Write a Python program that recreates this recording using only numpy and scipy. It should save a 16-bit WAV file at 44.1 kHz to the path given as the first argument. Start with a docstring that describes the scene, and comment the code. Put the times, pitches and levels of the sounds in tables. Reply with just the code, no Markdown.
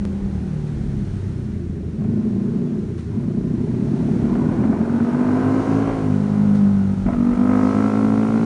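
"""A low putter comes first: a small single-cylinder four-stroke motorcycle coasting some 57 m away.
The microphone stands on a walled concrete lot, with a breeze rumbling on it and the town humming behind.
The bike chugs round a turn, accelerates closer, shuts the throttle and opens it again, ending 16 m off.
Every firing rings the silencer and barks from the tailpipe, hard burns crack, and the walls echo.
A fine hiss with a few faint ticks lies over it all and surges with the hardest pulls."""
import sys
import numpy as np
from scipy import signal
from scipy.fft import rfft, irfft
from scipy.io import wavfile
from scipy.ndimage import uniform_filter1d, map_coordinates

SR = 44100
rng = np.random.default_rng(int(sys.argv[2]) if len(sys.argv) > 2 else 0)


def digitize_waveform(pressure):
    """Quantize a signal to 16-bit integers and store it at the path in sys.argv[1].

    Rows of a 2-D input are taken as channels; values are limited to [-1, 1].
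    """
    field = np.atleast_2d(pressure).T
    bounded = np.clip(field, -1, 1)
    quanta = np.round(bounded * 32767).astype(np.int16)
    wavfile.write(sys.argv[1], SR, quanta)


N = 372644


def from_db(db):
    """Decibels to gain."""
    return 10 ** (np.asarray(db) / 20)


def in_time(rows):
    """Each column of a curve at every sample."""
    s, *columns = np.transpose(rows)
    return [np.interp(np.arange(N) / SR, s, c) for c in columns]


def band(x, low_hz, high_hz, order=2):
    """Causal band-pass."""
    return signal.sosfilt(signal.butter(order, [low_hz, high_hz], "band", fs=SR, output="sos"), x)


def noise(spectrum):
    """Noise with the given spectrum, rms 1."""
    hz, db = np.transpose(spectrum)
    bins_hz = np.maximum(np.arange(N // 2 + 1) * SR / N, 1)
    gains = from_db(np.interp(np.log(bins_hz), np.log(hz), db))
    x = irfft(rfft(rng.standard_normal(N)) * gains, N)
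    return x / x.std()


def drift(per_s):
    """A slow random curve, spread about 1."""
    knots = rng.standard_normal(int(N / SR * per_s) + 4)
    coarse = np.arange(0, N + 256, 256)
    return np.interp(np.arange(N), coarse, map_coordinates(knots, [coarse / SR * per_s + 1]))


def evened(x):
    """Hold the rms at 1 over a few firings, so that single beats keep their contrast."""
    size = SR // 12
    return x / np.sqrt(uniform_filter1d(uniform_filter1d(x * x, size), size) + 1e-12)


def resonance(x, hz, width_hz):
    """Two-pole resonance with gain 1 on top."""
    r = np.exp(-np.pi * width_hz / SR)
    poles = [1, -2 * r * np.cos(2 * np.pi * hz / SR), r * r]
    return signal.lfilter(np.array([1, 0, -1]) * (1 - r * r) / 2, poles, x)


def gliding(x, hz, width_hz, size=256):
    """A resonance whose centre moves, stepped block by block."""
    r, out, state = np.exp(-np.pi * width_hz / SR), np.zeros(N), np.zeros(2)
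    for i in range(0, N, size):
        poles = [1, -2 * r * np.cos(2 * np.pi * hz[i] / SR), r * r]
        out[i:i + size], state = signal.lfilter([1, 0, -1], poles, x[i:i + size], zi=state)
    return out * (1 - r * r) / 2


def clicks(events):
    """One impulse for each (time [s], level [dB]) row."""
    out = np.zeros(N)
    for s, db in events:
        out[int(s * SR)] = from_db(db)
    return out


def bursts(pulses, decay_s):
    """Each impulse starts an envelope that dies away."""
    return signal.lfilter([1], [1, -np.exp(-1 / (decay_s * SR))], pulses + 1e-18)


# the bike's path across the lot: (time [s], distance from the microphone [m])
PATH = [(0, 56.6), (3, 63.8), (4.3, 53.4), (6, 34.6), (7, 22), (8.45, 15.54)]


def distance():
    """Metres from bike to microphone."""
    return in_time(PATH)[0]


# the rider's twists of the throttle: (opens [s], shuts [s])
THROTTLE_TWISTS = [(1.95, 2.737), (3.08, 5.917), (7.04, 8.5)]


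def throttle(open_s=.058, shut_s=.27):
    """How far the throttle is open, 0 to 1: each twist opens quickly, holds and eases shut."""
    t = np.arange(N) / SR
    return sum(np.clip((t - opens) / open_s, 0, 1) - np.clip((t - shuts) / shut_s, 0, 1)
               for opens, shuts in THROTTLE_TWISTS)


# engine speed through the turns: (time [s], firing rate [Hz])
ENGINE_SPEED = [(0, 40.6), (.42, 37.88), (.75, 36.55), (1.0, 33.39), (1.55, 28.64), (2.0, 25.2),
                (2.75, 30.82), (3.03, 26.93), (3.3, 30.63), (3.6, 30.78), (4.1, 36.55), (4.57, 43.06),
                (5.23, 49.68), (5.6, 53.09), (5.91, 55.58), (6.1, 50.2), (6.31, 51.62), (6.6, 50.7),
                (6.86, 48.62), (7.2, 47.62), (7.4, 48.99), (7.51, 50.44), (7.66, 51.27), (7.8, 53.23),
                (8.19, 54.4), (8.45, 56.37)]
CRUISE_HZ = 40


def firing_rate():
    """Firings per second."""
    return in_time(ENGINE_SPEED)[0]


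def firings(cycles, jitter_s_per_db=.000015, weak_share_per_db=.012, weak_db=-9):
    """One pulse per cycle, and its strength as a curve: uneven under throttle, steadier at high revs."""
    at = np.flatnonzero(np.diff(np.floor(cycles)))
    uneven_db = (1.2 + .7 * throttle() - .06 * (firing_rate() - CRUISE_HZ))[at]
    chance, timing = rng.standard_normal((2, N))[:, at]
    weak = rng.random(N)[at] < weak_share_per_db * uneven_db
    strength = from_db(uneven_db * np.tanh(chance) + weak_db * weak)
    late = (timing * jitter_s_per_db * uneven_db * SR).astype(int)
    pulses = np.zeros(N)
    pulses[np.clip(at + late, 0, N - 1)] = strength
    return pulses, np.interp(np.arange(N), at, strength)


def pipe(pulses, modes, scatter_db, chambers=1):
    """Each firing rings a pipe's modes in a different balance; two chambers make it swell and fade."""
    valve = np.roll(pulses, -int(.0035 * SR))  # opens a little before the pressure swing peaks
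    out = 0
    for k, (hz, width_hz, db) in enumerate(modes):
        ring = valve * from_db(db + scatter_db * rng.standard_normal(N))
        for _ in range(chambers):
            ring = resonance(ring + 1e-18, hz, width_hz)
        polarity = (-1) ** k if chambers == 1 else 1
        out = out + polarity * ring
    return out


# what the silencer passes; hot gas raises its peak:
# (frequency [Hz], gain with throttle shut [dB], gain with throttle open [dB])
SILENCER_RESPONSE = [(56.7, -49, -66), (78.6, -15.5, -29.5), (95.7, -19, -36.5), (105.16, -33.5, -30),
                     (113, -20.5, -31), (146.7, -23, -30.5), (178.28, -34, -27.5), (196.3, -5.5, -22),
                     (202.1, -4.5, -27), (222.73, -21, -16), (242.7, -26, -14.5), (268, -33, -22.5),
                     (317.3, -28, -33), (352, -61, -58)]
# the 4th harmonic is lifted while the bike is far off and fades on the long straight: (time [s], gain [dB])
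FOURTH_HARMONIC = [(.7, 6), (1.1, -0.5), (3.3, 1), (3.9, 14.5), (4.6, 5), (5.2, -19), (5.85, -11.5),
                   (6.05, -16), (7.4, 2), (8.0, -0.5)]


def engine_note(cycles, shut_fall_db=13):
    """Harmonics 2 to 9 glide through the silencer's response, swinging down together at each firing."""
    rate_hz, load = firing_rate(), throttle()
    hz, shut_db, open_db = np.transpose(SILENCER_RESPONSE)
    fourth_db, = in_time(FOURTH_HARMONIC)
    out = 0
    for k in range(2, 10):
        coasting_db = np.interp(k * rate_hz, hz, shut_db) - shut_fall_db * max(k - 5, 0)
        pulling_db = np.interp(k * rate_hz, hz, open_db)
        db = (1 - load) * coasting_db + load * pulling_db + (k == 4) * fourth_db
        out = out - from_db(db) * np.cos(2 * np.pi * k * cycles)
    return evened(out)


# the silencer's resonances: (frequency [Hz], width [Hz], gain [dB])
SILENCER_MODES = [(101, 26, -9), (150.6, 42, 0), (206.1, 25, 1), (218.5, 21.7, -1)]
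# boom at the microphone, before throttle and dips: (time [s], level [dB])
BOOM_LEVEL = [(0, -23), (1.3, -25), (1.95, -28.5), (2.1, -25.5), (2.7, -28.5), (3.0, -28), (3.6, -28),
              (4.68, -23), (4.82, -24), (5.33, -23.5), (5.8, -24), (5.95, -31), (6.12, -17.5), (6.26, -18),
              (6.42, -14.5), (6.68, -13), (7.0, -21.5), (7.11, -26), (7.24, -21.5), (7.5, -22), (8.45, -23)]
# brief dips that make the boom flutter: (time [s], level change [dB])
BOOM_DIPS = [(4.33, -1.5), (4.55, -8.5), (4.76, -4.5), (4.87, -8), (5.1, -4), (5.22, -1), (5.41, -3.5),
             (5.64, -9.5), (6.29, -2), (7.05, 0.5), (7.14, -6.5), (7.35, -6.5), (7.73, -4), (7.92, -5.5),
             (8.26, -3)]


def silencer_boom(cycles, pulses, strength, chuff_db, tail, open_db=7, dip_s=.028):
    """The clean note beats with its far-wall echo, over the chuff of the ringing silencer."""
    ring = band(pipe(pulses, SILENCER_MODES, scatter_db=4.5), 53, 331, order=3)
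    chuff = from_db(chuff_db) * across_lot(ring, tail)
    note = strength * engine_note(cycles)
    t = np.arange(N) / SR
    dips_db = sum(db * np.exp(-((t - s) / dip_s) ** 2) for s, db in BOOM_DIPS)
    level_db = in_time(BOOM_LEVEL)[0] + open_db * throttle() + dips_db
    return from_db(level_db) * evened(note + far_wall(note) + chuff)


# the blow-down's buzz, locked to the crank: (harmonic [multiple of the firing rate], level [dB])
BUZZ_HARMONICS = [(7, -1), (8, 2), (9, -2), (10, 1), (11, -7), (12, -1), (13, 0), (14, -1), (15, -6),
                  (17, -5), (20, -2), (21, -3), (23, -12), (25, -9), (27, -13), (30, -14), (33, -21),
                  (38, -17), (48, -23)]


def buzz(cycles, first, last, spread_rad):
    """Upper harmonics of the firing; the pipe spreads their arrival, which blunts each pulse."""
    orders = np.arange(first, last + 1)
    gains = from_db(np.interp(orders, *np.transpose(BUZZ_HARMONICS)))
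    phases = spread_rad * np.sin(orders)
    position = np.linspace(0, 1, 2048)
    cycle = sum(g * np.cos(2 * np.pi * k * position + p) for k, g, p in zip(orders, gains, phases))
    return evened(np.interp(cycles % 1, position, cycle))


# the header pipe's resonances: (frequency [Hz], width [Hz], gain [dB])
HEADER_MODES = [(345, 70, -5.5), (395.7, 50, -8), (538, 150, -21.5)]
# growl at the microphone: (time [s], level [dB])
GROWL_LEVEL = [(0, -39.5), (1.5, -39), (1.8, -35.5), (1.95, -40.5), (2.12, -32), (2.75, -31), (3.04, -39.5),
               (3.29, -32), (4.66, -27.5), (4.83, -32), (5.8, -27.5), (6.2, -33.5), (6.6, -38.5),
               (6.95, -39.5), (7.6, -31.5), (8.45, -29)]


def header_growl(cycles, pulses, strength, chuff_db, tail):
    """Firings ring the header pipe over a narrow drone of harmonics."""
    ring = evened(band(pipe(pulses, HEADER_MODES, scatter_db=5, chambers=2), 253.5, 598, order=3))
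    drone = strength * evened(band(buzz(cycles, first=7, last=12, spread_rad=.45), 349.5, 441))
    growl = from_db(chuff_db + 5) * ring + drone
    level_db, = in_time(GROWL_LEVEL)
    return from_db(level_db) * across_lot(growl, tail, wet_db=5)


# steady resonances of the pipe's tip: (frequency [Hz], width [Hz], gain [dB])
TIP_MODES = [(485, 60, 6.5), (667, 340, -5), (806, 110, -7), (1070, 83, -5.5), (2020, 200, -6.5)]
# its two brightest rings change as the bike turns: (time [s], lower gain [dB], upper gain [dB])
RING_GAINS = [(3.5, 5, 9), (4.6, 8, 17), (5.2, 9.5, 18), (5.8, 2, 3.5), (6.3, 1.5, 3.5), (7.2, 17.5, -1),
              (7.55, 12, 10), (7.85, 12.5, 2), (8.1, 8, -9), (8.45, 7, -12)]


def tip_ring(x, waver_hz=22):
    """The tip rings; its two brightest resonances rise as speed heats the gas, and waver with the lean."""
    faster_hz = firing_rate() - CRUISE_HZ
    lower_db, upper_db = in_time(RING_GAINS)
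    lower_hz = 1246 + 5.9 * faster_hz + waver_hz * drift(per_s=5)
    upper_hz = 1450 + 12.5 * faster_hz + waver_hz * drift(per_s=5)
    lower = from_db(lower_db) * gliding(x, lower_hz, width_hz=85)
    upper = from_db(upper_db) * gliding(x, upper_hz, width_hz=75)
    return lower + upper + sum(from_db(db) * resonance(x, hz, width) for hz, width, db in TIP_MODES)


def tip_rasp(cycles, strength, blunt, crisp_m=10, blunt_m=32):
    """The buzz rings out of the tip, blunt far off and crisper as the bike nears the microphone."""
    crisp = buzz(cycles, first=9, last=48, spread_rad=.6)
    far = np.clip((distance() - crisp_m) / (blunt_m - crisp_m), 0, 1)
    rasp = strength * ((1 - far) * crisp + far * blunt)
    return evened(rasp + tip_ring(rasp))


# turbulent gas at the tailpipe's mouth: (frequency [Hz], spectral level [dB])
GAS_SPECTRUM = [(300, -8.5), (600, 4), (1000, -2.5), (1500, -15), (1900, -12), (2400, -15.5), (3200, -26.5),
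                (6000, -31)]


def gas_rush(pulses):
    """Gas puffs out after each firing; its share of the bark falls with throttle and speed."""
    puffs = evened((bursts(pulses, decay_s=.01) + .2) * noise(GAS_SPECTRUM))
    share_db = 1 - 3.5 * throttle() - .7 * (firing_rate() - CRUISE_HZ)
    return from_db(share_db) * puffs


# the tailpipe's resonances: (frequency [Hz], width [Hz], gain [dB])
TAILPIPE_MODES = [(508, 210, 2), (644.5, 145, 7), (889, 160, -1), (1016, 110, 3.5), (1240, 110, -8),
                  (1420, 300, -11), (2020, 730, -26.5)]


def tailpipe_bark(pulses, rasp, chuff_db, tail, open_db=9.5):
    """Rasp, chuff and gas leave a pipe that points back at the walls, so they echo more than the boom."""
    ring = evened(band(pipe(pulses, TAILPIPE_MODES, scatter_db=7, chambers=2), 470, 2700, order=3))
    bark = rasp + from_db(chuff_db + 1) * ring + gas_rush(pulses)
    wet_db = 5 + .22 * (distance() - MID_LOT_M)
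    return from_db(-39 + open_db * throttle()) * across_lot(bark, tail, wet_db)


# the pipe's narrow resonances while coasting: (frequency [Hz], width [Hz], gain [dB])
OVERRUN_MODES = [(556, 50, 2.5), (773, 26, -1.5), (830, 20, 0.5), (1285, 80, -1), (1475, 27, 6.5)]


def overrun_song(blunt, tail):
    """With the throttle shut, the buzz makes the pipe sing thinly."""
    song = evened(sum(from_db(db) * resonance(blunt, hz, width) for hz, width, db in OVERRUN_MODES))
    return (1 - throttle()) * from_db(-43) * across_lot(song, tail, wet_db=11.5)


# rough chuff against clean tone, most when lugging, least on the overrun and close by:
# (time [s], relative level [dB])
CHUFF_SHARE = [(0, -9), (1.3, -8), (1.85, 6), (2.2, 3), (2.65, 1), (3.0, 7), (3.4, 3), (4.2, 0), (5.0, -6),
               (5.85, -10), (6.35, -30), (6.85, -14), (7.08, -5), (7.3, -15), (8.45, -8)]
# how the tailpipe carries to the microphone as the bike nears and turns: (time [s], gain [dB])
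TAILPIPE_CARRY = [(0, -7.5), (1.1, -13), (1.8, -18.5), (3.5, -17.5), (4.5, -4), (4.95, -4), (5.4, 1.5),
                  (5.85, 1), (6.55, 1.5), (7.0, -5.5), (7.15, -5.5), (7.43, -1), (7.52, 3.5), (7.82, 2.5),
                  (8.45, -1.5)]


def motorcycle():
    """One cylinder drives the silencer, header and tailpipe, all heard across the lot."""
    cycles = np.cumsum(firing_rate()) / SR
    tail = lot_tail(t60_s=.7, db=-4)
    pulses, strength = firings(cycles)
    chuff_db, = in_time(CHUFF_SHARE)
    carry_db, = in_time(TAILPIPE_CARRY)
    boom = silencer_boom(cycles, pulses, strength, chuff_db, tail)
    growl = header_growl(cycles, pulses, strength, chuff_db, tail)
    blunt = buzz(cycles, first=9, last=59, spread_rad=1.96)
    bark = tailpipe_bark(pulses, tip_rasp(cycles, strength, blunt), chuff_db, tail)
    return boom + growl + from_db(carry_db) * (bark + overrun_song(blunt, tail))


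# walls round the lot: (shortest delay [s], detour gained as the bike nears [m/m], gain [dB])
LOT_WALLS = [(0.019, .35, -1.5), (.05, 1.43, 0), (.085, .7, -4), (.14, 1.0, -2.5), (.23, .2, -9)]
MID_LOT_M, FAR_WALL_M, SOUND_M_PER_S = 45, 70, 343


def across_lot(x, tail, wet_db=0, sway_s=.0012):
    """Direct sound, tail and wall echoes at rms 1; each echo's lag sways, which blurs the pitch."""
    now = np.arange(N)
    echoes = signal.fftconvolve(x, tail)[:N]
    travel_s = (FAR_WALL_M - distance()) / SOUND_M_PER_S
    for delay_s, detour, db in LOT_WALLS:
        lag_s = delay_s + detour * travel_s + sway_s * drift(per_s=.8)
        echoes = echoes + from_db(db) * np.interp(now - lag_s * SR, now, x, left=0)
    dulled = signal.sosfilt(signal.butter(1, 3500, fs=SR, output="sos"), echoes)
    return evened(x + echo_gain(wet_db) * dulled)


def echo_gain(extra_db, mid_lot_db=-7, db_per_m=.36):
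    """Echoes gain on the direct sound the farther the bike is from the microphone."""
    return from_db(mid_lot_db + db_per_m * (distance() - MID_LOT_M) + extra_db)


def far_wall(x, slant_cosine=.68):
    """The echo from behind the bike drops in pitch as it rides towards the microphone."""
    now = np.arange(N)
    lag_s = 2 * slant_cosine * (FAR_WALL_M - distance()) / SOUND_M_PER_S
    return echo_gain(extra_db=-1.5) * np.interp(now - lag_s * SR, now, x, left=0)


def lot_tail(t60_s, db):
    """Impulse response of a thin tail scattered by buildings and trees."""
    t = np.arange(SR) / SR
    response = rng.standard_normal(SR) * from_db(-60 * t / t60_s) * np.minimum(t / .03, 1)
    return response * from_db(db) / np.linalg.norm(response)


# wind right on the microphone: (frequency [Hz], spectral level [dB])
BREEZE_SPECTRUM = [(12, -33), (25, -13.5), (42, 5.5), (65, -1.5), (100, 1), (200, -0.5), (500, -42.5),
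                   (2000, -83.5)]
# its slow course, before the gusts: (time [s], level [dB])
BREEZE_COURSE = [(0, -29.5), (.6, -30), (1.15, -30.5), (2.8, -38.5), (4.25, -33.5), (5.2, -42.5),
                 (6.1, -34), (6.6, -37), (7.05, -26.5), (7.6, -36), (8.45, -43)]


def breeze(gust_db=4):
    """Air rumbles on the microphone, and eddies make it gust."""
    eddies = noise([(1, -3), (10, -5), (25, -28.5), (100, -84.5)])
    level_db, = in_time(BREEZE_COURSE)
    return from_db(level_db + gust_db * np.tanh(eddies)) * noise(BREEZE_SPECTRUM)


# the town beyond the walls: (frequency [Hz], spectral level [dB])
TOWN_SPECTRUM = [(40, -36), (100, -6.5), (220, 9), (400, -5.5), (520, -18.5), (850, -25), (1300, -42),
                 (2000, -34), (3500, -60.5)]


def town_hum():
    """The town is a steady low noise."""
    return from_db(-35) * noise(TOWN_SPECTRUM)


# fine hiss around the bike: (frequency [Hz], spectral level [dB])
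HISS_SPECTRUM = [(500, 4), (1500, 12), (2500, 4.5), (3500, 1.5), (4300, 2), (4900, -2), (5500, 0),
                 (7000, -3), (7700, -6), (9500, -4.5), (11000, -24.5)]
# its course at the microphone: (time [s], relative level [dB])
HISS_COURSE = [(0.0, -56), (1.18, -54.5), (1.81, -59.5), (2.28, -57), (3.43, -57.5), (4.09, -52.5),
               (4.78, -54.5), (5.53, -50), (6.94, -54), (7.51, -53.5), (7.67, -50), (8.45, -49.5)]
# faint ticks close to the microphone: (time [s], starting level [dB])
NEAR_TICKS = [(0.668, -62), (2.9783, -51), (6.549, -50)]


def hiss_and_ticks():
    """A fine hiss rises and falls; each tick is a short burst of the same noise."""
    level_db, = in_time(HISS_COURSE)
    ticks = bursts(clicks(NEAR_TICKS), decay_s=.029)
    return (from_db(level_db + 4) + ticks) * noise(HISS_SPECTRUM)


# hard burns as the throttle reopens or the engine pulls from low revs: (time [s], relative level [dB])
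HARD_BURNS = [(2.002, -41), (2.043, -34), (2.401, -38), (2.57, -38), (4.245, -30), (4.353, -23.5),
              (4.637, -23), (4.728, -23.5), (4.772, -28), (7.064, -20), (7.086, -22), (7.108, -27),
              (7.131, -21.5)]


def exhaust_pops():
    """A hard burn thumps in the silencer and cracks in the tailpipe 4 ms later."""
    burns = clicks(HARD_BURNS)
    puff = bursts(burns, decay_s=.008) * noise(GAS_SPECTRUM)
    ring = resonance(puff, hz=1330, width_hz=200) + resonance(puff, hz=680, width_hz=50)
    crack = band(puff + from_db(5) * ring, 510, 2700, order=3)
    early = np.roll(burns, -int(.004 * SR))
    thump = resonance(resonance(early, hz=237, width_hz=80), hz=235, width_hz=90)
    return from_db(-6) * crack + from_db(54) * thump


# hiss on the two hardest pulls towards the microphone: (time [s], top level [dB], half length [s])
HISS_SURGES = [(5.7, -56, .2), (7.7, -55.5, .24)]


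def hiss_surges():
    """A bright hiss swells and fades with each hard pull."""
    t = np.arange(N) / SR
    swell = sum(from_db(db) * np.exp(-((t - s) / half_s) ** 2) for s, db, half_s in HISS_SURGES)
    return swell * evened(band(rng.standard_normal(N), 4300, 6800))


def scene():
    """The bike and the air of the lot at one microphone."""
    return (motorcycle() + breeze() + town_hum() + hiss_and_ticks() + exhaust_pops() + hiss_surges())[None]


def record(dry, ceiling=.62, fade_s=.004, cutoff_hz=10300):
    """The highest peaks are rounded, the end closes softly and the top treble is cut."""
    rounded = dry / (1 + (dry / ceiling) ** 6) ** (1 / 6)
    fade = np.minimum(np.arange(N)[::-1] / (fade_s * SR), 1)
    return signal.sosfilt(signal.ellip(10, .2, 80, cutoff_hz, fs=SR, output="sos"), rounded * fade)


dry = scene()
out = record(dry)
digitize_waveform(out)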